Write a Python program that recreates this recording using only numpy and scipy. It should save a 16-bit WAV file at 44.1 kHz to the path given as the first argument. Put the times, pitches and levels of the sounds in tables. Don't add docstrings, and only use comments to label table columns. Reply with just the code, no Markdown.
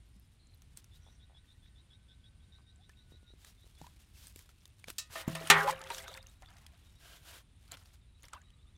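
import sys
import numpy as np
from scipy import signal
from scipy.fft import rfft, irfft, next_fast_len
from scipy.io import wavfile
from scipy.ndimage import uniform_filter1d

SR = 44100
rng = np.random.default_rng(int(sys.argv[2]) if len(sys.argv) > 2 else 0)


def amplitude_ratio(level_db):
    exponent = np.asarray(level_db, float) / 20
    return 10 ** exponent


def int16_out(signal):
    q = np.round(np.clip(np.atleast_2d(signal).T, -1, 1) * 32767)
    wavfile.write(sys.argv[1], SR, q.astype(np.int16))


N = 386757


def rms_one(x):
    return x / np.sqrt(np.mean(x ** 2) + 1e-20)


def in_time(rows, silent=None):
    s, *columns = np.transpose(rows)
    return [np.interp(np.arange(N) / SR, s, c, left=silent, right=silent) for c in columns]


def drift(rate_hz):
    r = np.exp(-2 * np.pi * rate_hz / SR)
    slow = signal.lfilter([1], [1, -2 * r, r * r], rng.standard_normal(N + SR))[SR:]
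    return rms_one(slow)


def colour(x, points):
    hz, level_db = np.transpose(points)
    size = next_fast_len(N)
    bins_hz = np.maximum(np.arange(size // 2 + 1) * SR / size, 1)
    gain = amplitude_ratio(np.interp(np.log(bins_hz), np.log(hz), level_db))
    return rms_one(irfft(rfft(x, size) * gain, size)[:N])


def band(x, low_hz, high_hz):
    return signal.sosfilt(signal.butter(2, [low_hz, min(high_hz, .45 * SR)], "band", fs=SR, output="sos"), x)


def ring(clicks, hz, t60):
    r, w = amplitude_ratio(-60 / (t60 * SR)), 2 * np.pi * hz / SR
    return signal.lfilter([0, np.sin(w)], [1, -2 * r * np.cos(w), r * r], clicks + 1e-18)


def grains(per_s, spread_db):
    sizes = amplitude_ratio(spread_db * np.minimum(rng.exponential(1, N), 5)) * rng.choice([-1, 1], N)
    return sizes * (rng.random(N) < per_s / SR)


def add(out, s, sound):
    at = round(s * SR)
    out[at:at + len(sound)] += sound[:N - at]


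def struck(blows, modes, contact_s, crack_t60):
    force, out, t = np.zeros(N), np.zeros(N), np.arange(SR // 5) / SR
    for s, level_db, low_hz, high_hz, crack_db in blows:
        contact = band(1.0 * (t == 0), low_hz, high_hz)
        add(force, s, amplitude_ratio(level_db) * contact / np.abs(rfft(contact)).max())
        crack = band(rng.standard_normal(len(t)), low_hz, 2 * high_hz)
        add(out, s, amplitude_ratio(crack_db - 60 * t / crack_t60) * crack)
    busy = slice(round(blows[0][0] * SR), round(blows[-1][0] * SR) + SR)
    for k, (hz, level_db, t60) in enumerate(modes):
        delayed = np.roll(force[busy], int(rng.random() * contact_s * SR))
        out[busy] += amplitude_ratio(level_db - 4.0) * ring(delayed, hz, min(t60, .8)) * (-1) ** k
    return out


# start in seconds, level in dB, contact low and high in Hz, crack in dB.
BANG = (5.5, -13, 260.5, 5001, -14.5)
# pitch in Hz, level in dB, t60 in seconds.
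WALL_MODES = [(159, -31, 0.3), (405, -10.5, 0.43), (528.5, -19, 1.4), (807, -11.5, 0.89), (891, -7, 0.3),
              (1022, -14.5, 1.3), (1138, -14.5, 0.8), (1190, -1.5, 0.13), (1244, -16, .8),
              (1460, -17.5, .8), (1327, -12.5, 0.25), (1400, -16.5, 2.1), (1530, -21, 1.0),
              (1570, -17, 0.4), (1770, -5, 0.25), (1855, -0.5, 0.23), (1930, -9, 0.16), (1956, -7.5, 0.37),
              (2170, -11, 0.37), (2350, -12.5, 0.2), (2490, -13.5, 0.18), (2390, -11, 0.12),
              (3309, -12.5, 0.16), (3970, -10.5, 0.12), (4253, -16, 0.16), (5250, -25.5, 0.3)]
# centre in Hz, level in dB, t60 in seconds.
WASH = [(700, -26, 0.18), (1300, -28.5, .45), (1700, -22, 0.28), (2840, -13.5, 0.097), (4000, -23, 0.06),
        (6400, -18, 0.079), (10500, -19.5, 0.041)]


def bang():
    out = struck([BANG], WALL_MODES, 0.006, 0.026) * amplitude_ratio(1.8 * drift(46))
    since = np.arange(SR // 2) / SR
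    for hz, level_db, t60 in WASH:
        noise = rms_one(band(rng.standard_normal(len(since)), hz / 1.27, hz * 1.346))
        add(out, BANG[0], amplitude_ratio(level_db - 60 * since / t60) * np.minimum(since / 0.0013, 1) * noise)
    hush_s, hush_t60_s = 5.70, 0.086
    return out * amplitude_ratio(-60 * np.maximum(np.arange(N) / SR - hush_s, 0) / hush_t60_s)


# start in seconds, level in dB, contact low and high in Hz, crack in dB.
KNOCKS = [
    (4.983, -36, 2500, 3187, -31.5),
    (4.9836, -34, 3200, 9240, -40),
    (4.984, -45.5, 900, 2200, -52),
    (5.155, -32, 600, 2000, -36),
    (5.279, -35, 100, 893, -32),
    (5.351, -34, 500, 2001, -30.5),
    (5.41, -37, 400, 910, -51),
    (5.902, -52, 500, 1510, -30.5),
]
# pitch in Hz, level in dB, t60 in seconds.
RIM_MODES = [(161, 0.5, 0.36), (320, -7, 0.26), (654, -2.5, 0.2), (1170, -13, .15), (1245, -13.5, 0.4),
             (1800, -3.5, 0.19), (1895, -13.5, 0.5), (2110, -16.5, 0.4), (530, -14.5, .6), (810, -19, 0.22),
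             (1026, -13.5, 0.22), (1340, -9, .12), (1470, -20, .3), (1990, -19.5, .5), (2240, -24, 0.35),
             (2880, -23.5, .2), (3000, -14.5, .1), (2380, -20, .15), (2557, -8, 0.25), (2700, -4, 0.16),
             (3265, -11, .12), (3900, -4, 0.14), (4400, -6.5, 0.089), (4870, -7.5, .1), (5250, -8.5, .1),
             (5500, -14, 0.079), (6023, -16, 0.09), (6950, -8, .11), (7300, -6.5, .1), (7600, -12, 0.07)]
# centre in Hz, level in dB, t60 in seconds.
SHIMMER = [(4600, -48, 0.21), (7340, -37, 0.13), (12000, -38.5, 0.041)]


def knocks():
    out, since = struck(KNOCKS, RIM_MODES, 0.0013, 0.089), np.arange(SR // 2) / SR
    for hz, level_db, t60 in SHIMMER:
        noise = rms_one(band(rng.standard_normal(len(since)), hz / 1.55, hz * 1.13))
        add(out, KNOCKS[0][0], amplitude_ratio(level_db - 60 * since / t60) * noise)
    return out


# time in seconds, slosh level in dB.
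THRASH = [
    (5.1, -59),
    (5.152, -57),
    (5.5, -44),
    (5.55, -28.5),
    (5.652, -46),
    (5.686, -34.5),
    (5.762, -47.5),
    (5.928, -49.5),
    (6.2, -57),
]
# peak time in seconds, rise in seconds, level in dB, t60 in seconds.
FLOPS = [
    (6.2, 0.0078, -63.5, 0.84),
    (6.43, 0.011, -52.5, 0.1),
    (6.486, 0.029, -60, 1.4),
    (7.715, 0.13, -61, 0.8),
    (8.348, 0.11, -54, 0.28),
]


def slosh_level():
    t, level = np.arange(N) / SR, amplitude_ratio(in_time(THRASH, silent=-150)[0])
    for s, rise_s, level_db, t60 in FLOPS:
        rise_db = 40 * (s - t) / rise_s
        fall_db = 60 * (t - s) / t60
        level = level + amplitude_ratio(level_db - np.maximum(rise_db, fall_db))
    return level


# pitch in Hz, level in dB, t60 in seconds.
WET_WALL = [(164, -9.5, 0.19), (397, -7, 0.4), (530.5, 1.5, 0.4), (665, -3, 0.33), (1200, -9.5, .2),
            (1610, -9, 0.12), (1800, -14, 0.1)]


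def slosh():
    t = np.arange(N) / SR
    pushes = grains(1500 * amplitude_ratio(4.0 * drift(18)), spread_db=2.5)
    dealt = rng.integers(0, 20, N)
    sizes_hz = np.geomspace(600, 3800, 20)
    bubbles = sum(ring(pushes * (dealt == k), hz, 51.0 / hz) for k, hz in enumerate(sizes_hz))
    wall = sum(amplitude_ratio(level_db) * ring(pushes, hz, t60) for hz, level_db, t60 in WET_WALL)

    def even(x):
        return x / np.sqrt(uniform_filter1d(x ** 2, size=3000) + 1e-9)

    humming = (t > 5.5) & (t < 6.3)
    return slosh_level() * (amplitude_ratio(-5) * even(band(bubbles, 960, 6600)) + amplitude_ratio(-7.0) * even(wall) * humming)


# start in seconds, level in dB,
# pitch in Hz, t60 in seconds.
THUDS = [(0.163, -53, 191, 0.11), (2.894, -50, 400, 0.01), (3.816, -39.5, 224, 0.015),
         (4.363, -27.5, 322, 0.0045), (4.882, -42, 195, 0.026), (4.904, -42, 300, 0.013),
         (5.107, -46.5, 82.5, 0.051), (5.28, -13.5, 198, 0.018), (5.301, -30, 160, 0.059),
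         (5.503, -23, 244, 0.041), (3.822, -43, 159, .05), (5.33, -43, 161, 0.67), (5.412, -43, 436, 0.061),
         (5.44, -42, 320, 0.067), (5.508, -33.5, 161, 0.66)]


def thuds():
    out, since = np.zeros(N), np.arange(SR // 2) / SR
    for s, level_db, hz, t60 in THUDS:
        onset = np.minimum(since / 0.002, 1)
        add(out, s - .002, amplitude_ratio(level_db - 60 * since / t60) * np.sin(2 * np.pi * hz * since) * onset)
    return out


# start in seconds, length in seconds, level in dB, ring in Hz.
CREAKS = [
    (1.066, .034, -52, 804),
    (1.298, .095, -54.5, 794),
    (2.586, .024, -56.5, 1120),
    (3.121, .003, -43.5, 320),
    (3.141, .013, -49.5, 301),
    (3.23, .003, -48.5, 301),
    (3.304, .003, -53, 382),
    (3.337, .003, -43.5, 290),
    (3.643, .003, -49, 332),
    (3.666, .003, -54.5, 468),
]


def creaks():
    out, t = np.zeros(N), np.arange(SR // 10) / SR
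    first_gap_s, slowing, loss_db = .0072, 1.25, 1.5
    slips_s = first_gap_s * (np.cumsum(slowing ** np.arange(8)) - 1)
    for s, length, peak_db, hz in CREAKS:
        for k, late in enumerate(slips_s[slips_s < length]):
            add(out, s + late, amplitude_ratio(peak_db - loss_db * k - 60 * t / 0.0081) * np.sin(2 * np.pi * hz * t))
    return out


# start in seconds, start pitch in Hz, rise per second, level in dB, cycles.
PLOPS = [
    (3.842, 930, 2.0, -42, 26),
    (5.902, 932, 0.17, -31, 79),
    (6.424, 700, 2.5, -51, 60),
    (6.556, 672, 1.7, -64, 60),
    (6.733, 671, 1.3, -63, 57),
    (7.72, 690, 0.38, -52, 47),
    (7.745, 1400, 1.1, -53, 60),
    (8.375, 1480, 0.24, -58, 155),
    (8.412, 1700, 0.29, -57, 54),
]


def plops():
    out, t = np.zeros(N), np.arange(SR // 10) / SR
    for s, hz, rise, level_db, cycles in PLOPS:
        tone = np.sin(2 * np.pi * hz * t * (1 + rise * t))
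        add(out, s, amplitude_ratio(level_db - 60 * t * hz / cycles) * np.minimum(t / 0.0033, 1) * tone)
    return out


# start in seconds, length in seconds, start and end pitch in Hz, level in dB.
POCKETS = [(2.775, 0.052, 655, 856, -72), (5.558, 0.025, 876, 1030, -37), (5.568, 0.024, 1910, 1750, -30),
           (5.6, 0.018, 1514, 1740, -29), (5.601, 0.052, 405, 421, -36), (5.67, 0.035, 812, 875, -27),
           (5.72, 0.02, 510, 573, -39.5), (5.636, 0.043, 529, 590, -33.5), (5.672, 0.032, 986, 1064, -29),
           (5.905, 0.019, 336, 520, -54), (6.057, 0.021, 1458, 1610, -52), (6.08, 0.053, 347, 907, -54),
           (6.146, 0.023, 903, 960, -56.5), (6.164, 0.023, 1300, 1460, -55.5),
           (5.999, .02, 1890, 2110, -53), (6.039, .018, 1990, 2260, -53), (6.087, 0.016, 1200, 1400, -49.5),
           (6.155, .012, 1540, 1850, -54), (6.175, 0.0087, 1800, 2260, -48), (8.33, 0.015, 1470, 1000, -46),
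           (8.349, 0.027, 850, 1300, -49.5), (3.859, 0.023, 930, 1100, -58),
           (8.349, .035, 2740, 2700, -65.5)]


def pockets():
    out = np.zeros(N)
    for s, length, start_hz, end_hz, level_db in POCKETS:
        u = np.arange(0, 1, 1 / (length * SR))
        glide_hz = start_hz + (end_hz - start_hz) * u ** 1.4
        swell = np.minimum(u / 0.37, 1) * np.minimum((1 - u) / 0.2, 1)
        add(out, s, amplitude_ratio(level_db) * swell * np.sin(2 * np.pi * np.cumsum(glide_hz) / SR))
    return out * (1 + .15 * drift(90))


# start in seconds, peak in dB, ring in Hz.
SNAPS = [(0.62, -51.5, 6400), (0.843, -50, 6040), (2.894, -48.5, 1800), (3.447, -42, 3700),
         (3.867, -44, 900), (4.36, -42.5, 7700), (4.391, -44, 9300), (4.491, -49, 1370), (4.655, -44, 3620),
         (4.883, -35.5, 500), (4.902, -33, 8300), (5.472, -30.5, 2980), (5.709, -30, 1900),
         (5.815, -36, 875), (5.839, -38, 1120), (5.947, -35, 3540), (5.983, -34, 3100), (6.08, -35.5, 1340),
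         (6.422, -44.5, 738), (6.504, -53, 2990), (6.568, -50.5, 1700), (6.665, -42.5, 3280),
         (7.771, -45, 1400), (8.284, -45.5, 2170), (8.334, -38, 930)]
# start in seconds, peak in dB, ring in Hz.
DRIPS = [(0.773, -32.5, 8500), (3.815, -35, 815), (4.27, -36.5, 8460), (4.842, -32, 2270),
         (5.727, -28.5, 1690), (5.872, -36.5, 3380), (6.1405, -33, 4400), (6.175, -34.5, 2500),
         (6.228, -43, 4900), (6.269, -40, 6240), (6.46, -45, 3580), (7.679, -48.5, 4463),
         (7.715, -36.5, 4130), (7.719, -29, 7300), (7.74, -38.5, 3330), (7.825, -54, 3000),
         (7.858, -49, 4630), (8.232, -44.5, 9680), (8.241, -43, 2070), (8.253, -42, 5520),
         (8.504, -49, 3095)]


def snaps_and_drips():
    out, t = np.zeros(N), np.arange(SR // 10) / SR
    for table, crack_db in ((SNAPS, 3.5), (DRIPS, -7.5)):
        for s, peak_db, hz in table:
            tone = amplitude_ratio(-60 * t / (0.0093 + 5.1 / hz)) * np.sin(2 * np.pi * hz * t * (1 + 2.0 * t))
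            crack = amplitude_ratio(crack_db - 60 * t / 0.017) * band(rng.standard_normal(len(t)), 930, 6500 + hz)
            add(out, s, amplitude_ratio(peak_db - 5.0) * (tone + crack))
    return out


# start in seconds, peak in dB, ring in Hz.
TICKS = [(.09, -63, 11000), (.165, -62, 8950), (.198, -53, 11500), (0.471, -56, 7200), (0.546, -55, 12000),
         (.574, -62, 10000), (2.76, -56, 7500), (2.898, -54, 1720), (2.935, -63, 2570), (4.797, -53, 8900),
         (4.895, -46, 12000), (4.928, -52, 11000), (5.026, -55, 13000), (5.178, -46, 8000),
         (5.284, -38, 7000), (5.3, -42, 9000), (5.337, -50, 8000), (5.353, -34, 8250), (5.355, -35, 9200),
         (5.375, -47, 9100), (5.389, -58, 10500), (5.402, -43, 4140), (5.414, -53, 5500),
         (5.457, -46, 9000), (5.475, -32, 8900), (5.483, -45, 12000), (5.676, -37, 3700),
         (5.709, -31.5, 8040), (5.785, -57, 3660), (5.793, -45, 9800), (5.818, -45, 7000),
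         (5.903, -33.5, 8430), (5.919, -36, 3900), (5.946, -35.5, 6150), (5.981, -37, 5500),
         (5.992, -39, 3340), (6.023, -41, 7800), (6.036, -45, 8000), (6.088, -45, 6540), (6.132, -46, 3360),
         (6.151, -48, 3430), (6.164, -49, 8100), (6.175, -49, 7460), (6.264, -53, 2740), (6.286, -54, 6240),
         (6.297, -54, 7800), (6.487, -53, 4600), (6.529, -59, 6560), (6.584, -55.5, 6050),
         (6.667, -54.5, 4777), (8.224, -52, 6495), (8.232, -51, 6800), (8.333, -39, 7900),
         (7.793, -58, 4800), (7.827, -59, 8400), (7.773, -53, 9400), (8.417, -53, 6820), (8.764, -63, 5980)]


def ticks():
    out, t = np.zeros(N), np.arange(SR // 40) / SR
    for s, peak_db, hz in TICKS:
        turns = hz * t
        part = turns / 66
        add(out, s, amplitude_ratio(peak_db - 60 * part) * np.sin(2 * np.pi * turns * (1 + 0.11 * part)))
    return out


# start in seconds, peak in dB.
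STRAW_TICKS = [(4.0886, -66), (4.2814, -42), (4.2974, -47), (4.3094, -58), (4.3244, -51), (4.3724, -46),
               (4.384, -48), (4.4234, -50), (4.6774, -50), (5.2789, -34), (5.3512, -30)]


def stalks():
    out, t = np.zeros(N), np.arange(SR // 50) / SR
    for s, peak_db in STRAW_TICKS:
        hiss = band(rng.standard_normal(len(t)), 5200, 16000)
        add(out, s, amplitude_ratio(peak_db - 6.0 - 60 * t / 0.014) * hiss)
    return out


# frequency in Hz, level in dB per Hz.
STRAW = [(180, -33.5), (300, -6.5), (1320, -5), (1480, -3), (2210, -5.5), (3240, -2), (11300, -7.5),
         (14700, -11.5), (15800, -16.5), (16150, -50.5)]
# start in seconds, length in seconds, level in dB.
CRACKLES = [(0.0, 0.42, -83), (0.415, 0.82, -83), (1.41, 0.32, -80), (2.74, 1.1, -84), (3.287, 2.2, -77),
            (5.231, 0.33, -60), (5.567, 0.089, -51.5), (5.648, 0.1, -56), (5.728, 0.22, -66.5),
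            (5.884, 0.17, -64.5), (6.003, 0.21, -63), (6.095, 1.06, -76.5), (7.555, 0.46, -74),
            (8.149, 0.3, -79.5)]


def crackles():
    droplets = grains(700 * amplitude_ratio(5.0 * drift(20)), spread_db=5.5)
    dealt = rng.integers(0, 8, N)
    pitches_hz = np.geomspace(2200, 11000, 8)
    pings = sum(ring(droplets * (dealt == k), hz, 15.0 / hz) for k, hz in enumerate(pitches_hz))
    crackle = rms_one(grains(2500 * amplitude_ratio(8.1 * drift(30)), spread_db=3.5)) + 0.32 * rng.standard_normal(N)
    level = np.zeros(N)
    for s, length, level_db in CRACKLES:
        add(level, s, amplitude_ratio(level_db) * signal.windows.tukey(round(length * SR), .4))
    return level * (amplitude_ratio(2.0 + 1.3 * drift(30)) * colour(crackle, STRAW) + amplitude_ratio(-5.0) * rms_one(pings))


# start in seconds, length in seconds, level in dB, half the drop in
# dB of everything above about 4 kHz (negative brightens).
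SWISHES = [(0.758, 0.057, -66, -2), (0.923, 0.073, -80, -5), (3.2, 2.5, -87, 1), (3.374, 0.18, -66, -0.5),
           (3.766, 0.17, -64.5, 1), (4.115, 0.23, -67, -2.5), (4.323, 0.14, -70.5, -1.5),
           (4.866, 0.057, -49, 1.5), (4.901, 0.05, -69, -2), (5.081, 0.18, -51, 0.5), (5.14, 0.11, -50, 5),
           (5.26, .1, -49.5, 3), (5.346, 0.43, -50, 1), (5.666, 0.063, -51, -2.5), (5.86, 0.19, -53, -1),
           (6.964, 0.29, -57.5, 1.5), (7.203, 0.24, -53.5, 1.5), (7.701, 0.066, -49.5, 5),
           (8.219, 0.063, -57, 4.5), (8.318, 0.05, -52, 5.5)]
# pitch in Hz, level in dB, t60 in seconds.
DRAG_TONES = [(693, -74.5, 0.067), (1610, -68.5, 0.019), (3100, -67, 0.0054)]


def swishes():
    rubbing = rng.standard_normal(N) + 0.28 * rms_one(grains(2700, spread_db=2.5))
    sweep = amplitude_ratio(1.82 * drift(29)) * colour(rubbing, STRAW)
    dull, airy = band(sweep, 200, 4200), band(sweep, 12000, 19000)
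    out, dragging = np.zeros(N), np.zeros(N)
    for s, length, level_db, fall_db in SWISHES:
        at = slice(round(s * SR), round((s + length) * SR))
        top = sweep - dull + amplitude_ratio(-17.5 - 2 * fall_db) * airy
        mix = dull[at] + amplitude_ratio(-2 * fall_db) * top[at]
        swell = signal.windows.tukey(len(mix), .8)
        add(out, s, amplitude_ratio(level_db) * swell * mix)
        if 6.95 < s < 7.42:
            add(dragging, s, swell)
    grit = grains(1500, spread_db=2.5)
    scrape = sum(amplitude_ratio(level_db) * rms_one(ring(grit, hz, t60)) for hz, level_db, t60 in DRAG_TONES)
    return out + dragging * scrape


# start in seconds, peak in dB, low note in Hz.
CHIRPS = [(0.9167, -61.5, 3500), (1.0534, -62, 3440), (1.197, -61, 3420), (1.3513, -55, 3390),
          (1.4874, -57, 3597), (1.6306, -57.5, 3440), (1.7588, -62, 3510), (1.9084, -54.5, 3390),
          (2.0935, -53.5, 3460), (2.2342, -57.5, 3360), (2.3993, -69, 3320), (2.527, -55, 3720),
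          (2.6704, -60.5, 3700), (2.8158, -59.5, 3490), (2.9745, -58, 3750), (3.1222, -60, 3780),
          (3.2757, -56.5, 3740), (3.428, -64, 3630), (3.5911, -62, 3570), (3.77, -63, 3420)]


def chirps():
    out, t = np.zeros(N), np.arange(round(.055 * SR)) / SR
    low_husk, high_husk = drift(160), drift(200)
    swell = np.sin(np.pi * t / t[-1])
    for s, peak_db, low_hz in CHIRPS:
        low = (-.013, low_hz, peak_db, low_husk)
        high = (.011, .35 * low_hz + 2550, min(-60.5, peak_db + 1), high_husk)
        for late, hz, level_db, husk in (low, high):
            rough = .7 + .6 * husk[round(s * SR):][:len(t)]
            phase = 2 * np.pi * hz * t * (1 + 0.13 * t)
            partials = np.sin(phase / 2) + np.sin(3 * phase / 2)
            add(out, s + late, amplitude_ratio(level_db - 5.0) * swell * rough * (np.sin(phase) + amplitude_ratio(-19.5) * partials))
    out[4000:] += amplitude_ratio(-18.5) * out[:-4000]
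    return out


# start in seconds, length in seconds, start and end pitch in Hz, level in dB.
TWEETS = [(6.268, 0.048, 3600, 3900, -68), (6.35, 0.055, 3810, 3900, -75), (6.453, .03, 3400, 3580, -60),
          (6.695, 0.035, 3700, 4000, -71), (6.736, 0.033, 3600, 3900, -71.5),
          (6.802, 0.065, 3360, 3520, -74.5), (6.84, 0.09, 3720, 3800, -72), (6.953, 0.053, 3710, 3970, -69),
          (8.01, .05, 3700, 3500, -73), (8.076, 0.031, 3820, 4000, -74), (8.145, .048, 3830, 3900, -68),
          (8.434, 0.075, 3790, 3955, -68), (8.455, 0.049, 3150, 2930, -73.5),
          (8.528, 0.027, 3880, 3900, -71), (8.575, 0.046, 3590, 3450, -70.5),
          (8.604, .045, 3550, 4000, -70.5), (8.665, 0.053, 3440, 4090, -71.5),
          (8.748, .025, 3500, 3500, -70)]


def tweets():
    out, husk = np.zeros(N), .7 + .5 * drift(120)
    for s, length, start_hz, end_hz, level_db in TWEETS:
        u = np.arange(0, 1, 1 / (length * SR))
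        glide_hz = start_hz + (end_hz - start_hz) * u
        swell = np.sqrt(np.sin(np.pi * u))
        add(out, s, amplitude_ratio(level_db) * swell * np.sin(2 * np.pi * np.cumsum(glide_hz) / SR))
    return out * husk


# time in seconds, pitch in Hz, level in dB.
WHISTLE = [
    (0.95, 1440, -85.5),
    (1.4, 1510, -90.5),
    (2.67, 1537, -84.5),
    (3.2, 1455, -81.5),
    (3.321, 1420, -83),
]


def whistle():
    hz = in_time(WHISTLE)[0]
    level_db = in_time([(s, row_db) for s, _, row_db in WHISTLE], silent=-150)[0]
    return amplitude_ratio(level_db + 3 + 3.5 * drift(7)) * np.sin(2 * np.pi * np.cumsum(hz) / SR)


# start in seconds, length in seconds,
# pitch in Hz, level in dB.
FAR_CALLS = [(.12, 0.15, 5200, -82.5), (0.378, 0.19, 4120, -78), (0.909, 2.9, 1870, -89),
             (0.992, 0.21, 5800, -78.5), (3.853, 1.1, 2660, -88), (6.87, 0.22, 5500, -84),
             (8.4, .37, 1206, -84.5), (8.421, 0.23, 8070, -90), (6.002, 0.24, 3700, -69),
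             (7.399, .3, 3590, -86.5), (8.35, .4, 2900, -93), (8.447, 0.1, 1900, -83),
             (0.995, 1.6, 2620, -101), (1.994, 0.97, 4840, -91.5)]


def far_calls():
    out, flutter, half_width = np.zeros(N), amplitude_ratio(5.7 * drift(33)), 0.041
    for s, length, hz, level_db in FAR_CALLS:
        noise = band(rng.standard_normal(SR), hz * (1 - half_width), hz * (1 + half_width))
        husk = rms_one(noise)[:round(length * SR)]
        fade = signal.windows.tukey(len(husk), .3)
        add(out, s, amplitude_ratio(level_db) * husk * fade * flutter[round(s * SR):][:len(husk)])
    return out


# centre in Hz, half width in Hz, level in dB, pulses per second.
INSECTS = [(8900, 220, -94, 9.3), (9680, 210, -98, 15), (3700, 370, -93, 100)]


def insects():
    out = np.zeros(N)
    for hz, width_hz, level_db, rate in INSECTS:
        turns = np.cumsum(rate * (1 + .05 * drift(3))) / SR
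        throb = np.clip(3 + 5 * np.sin(2 * np.pi * turns), .6, 3)
        buzz = rms_one(band(rng.standard_normal(N), hz - width_hz, hz + width_hz))
        out += amplitude_ratio(level_db + 1.3 * drift(0.51)) * throb * buzz
    return out


# frequency in Hz, level in dB per Hz.
AIR = [(12, -29.5), (25, -5), (55, 4.5), (79, 2.5), (527, -29.5), (1660, -32), (1910, -31), (2140, -30),
       (3070, -30), (3840, -32.5), (4300, -34.5), (6180, -39.5), (7800, -37.5), (9400, -39), (10800, -43.5),
       (11900, -45.5), (12600, -50), (15500, -54), (16300, -70.5)]


def air():
    return amplitude_ratio(-60.5 + 0.77 * drift(2.5)) * colour(rng.standard_normal(N), AIR)


def scene():
    fish_and_basin = bang() + knocks() + slosh() + thuds() + creaks()
    water = plops() + pockets() + snaps_and_drips() + ticks()
    straw = stalks() + crackles() + swishes()
    background = chirps() + tweets() + whistle() + far_calls() + insects() + air()
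    return (fish_and_basin + water + straw + background)[None]


def roll_off(x):
    return signal.sosfilt(signal.butter(12, 16820, fs=SR, output="sos"), x)


def record(dry):
    cut = signal.cheby2(14, 50, 16700, fs=SR, output="sos")
    return roll_off(signal.sosfilt(cut, dry))


dry = scene()
out = record(dry)
int16_out(out)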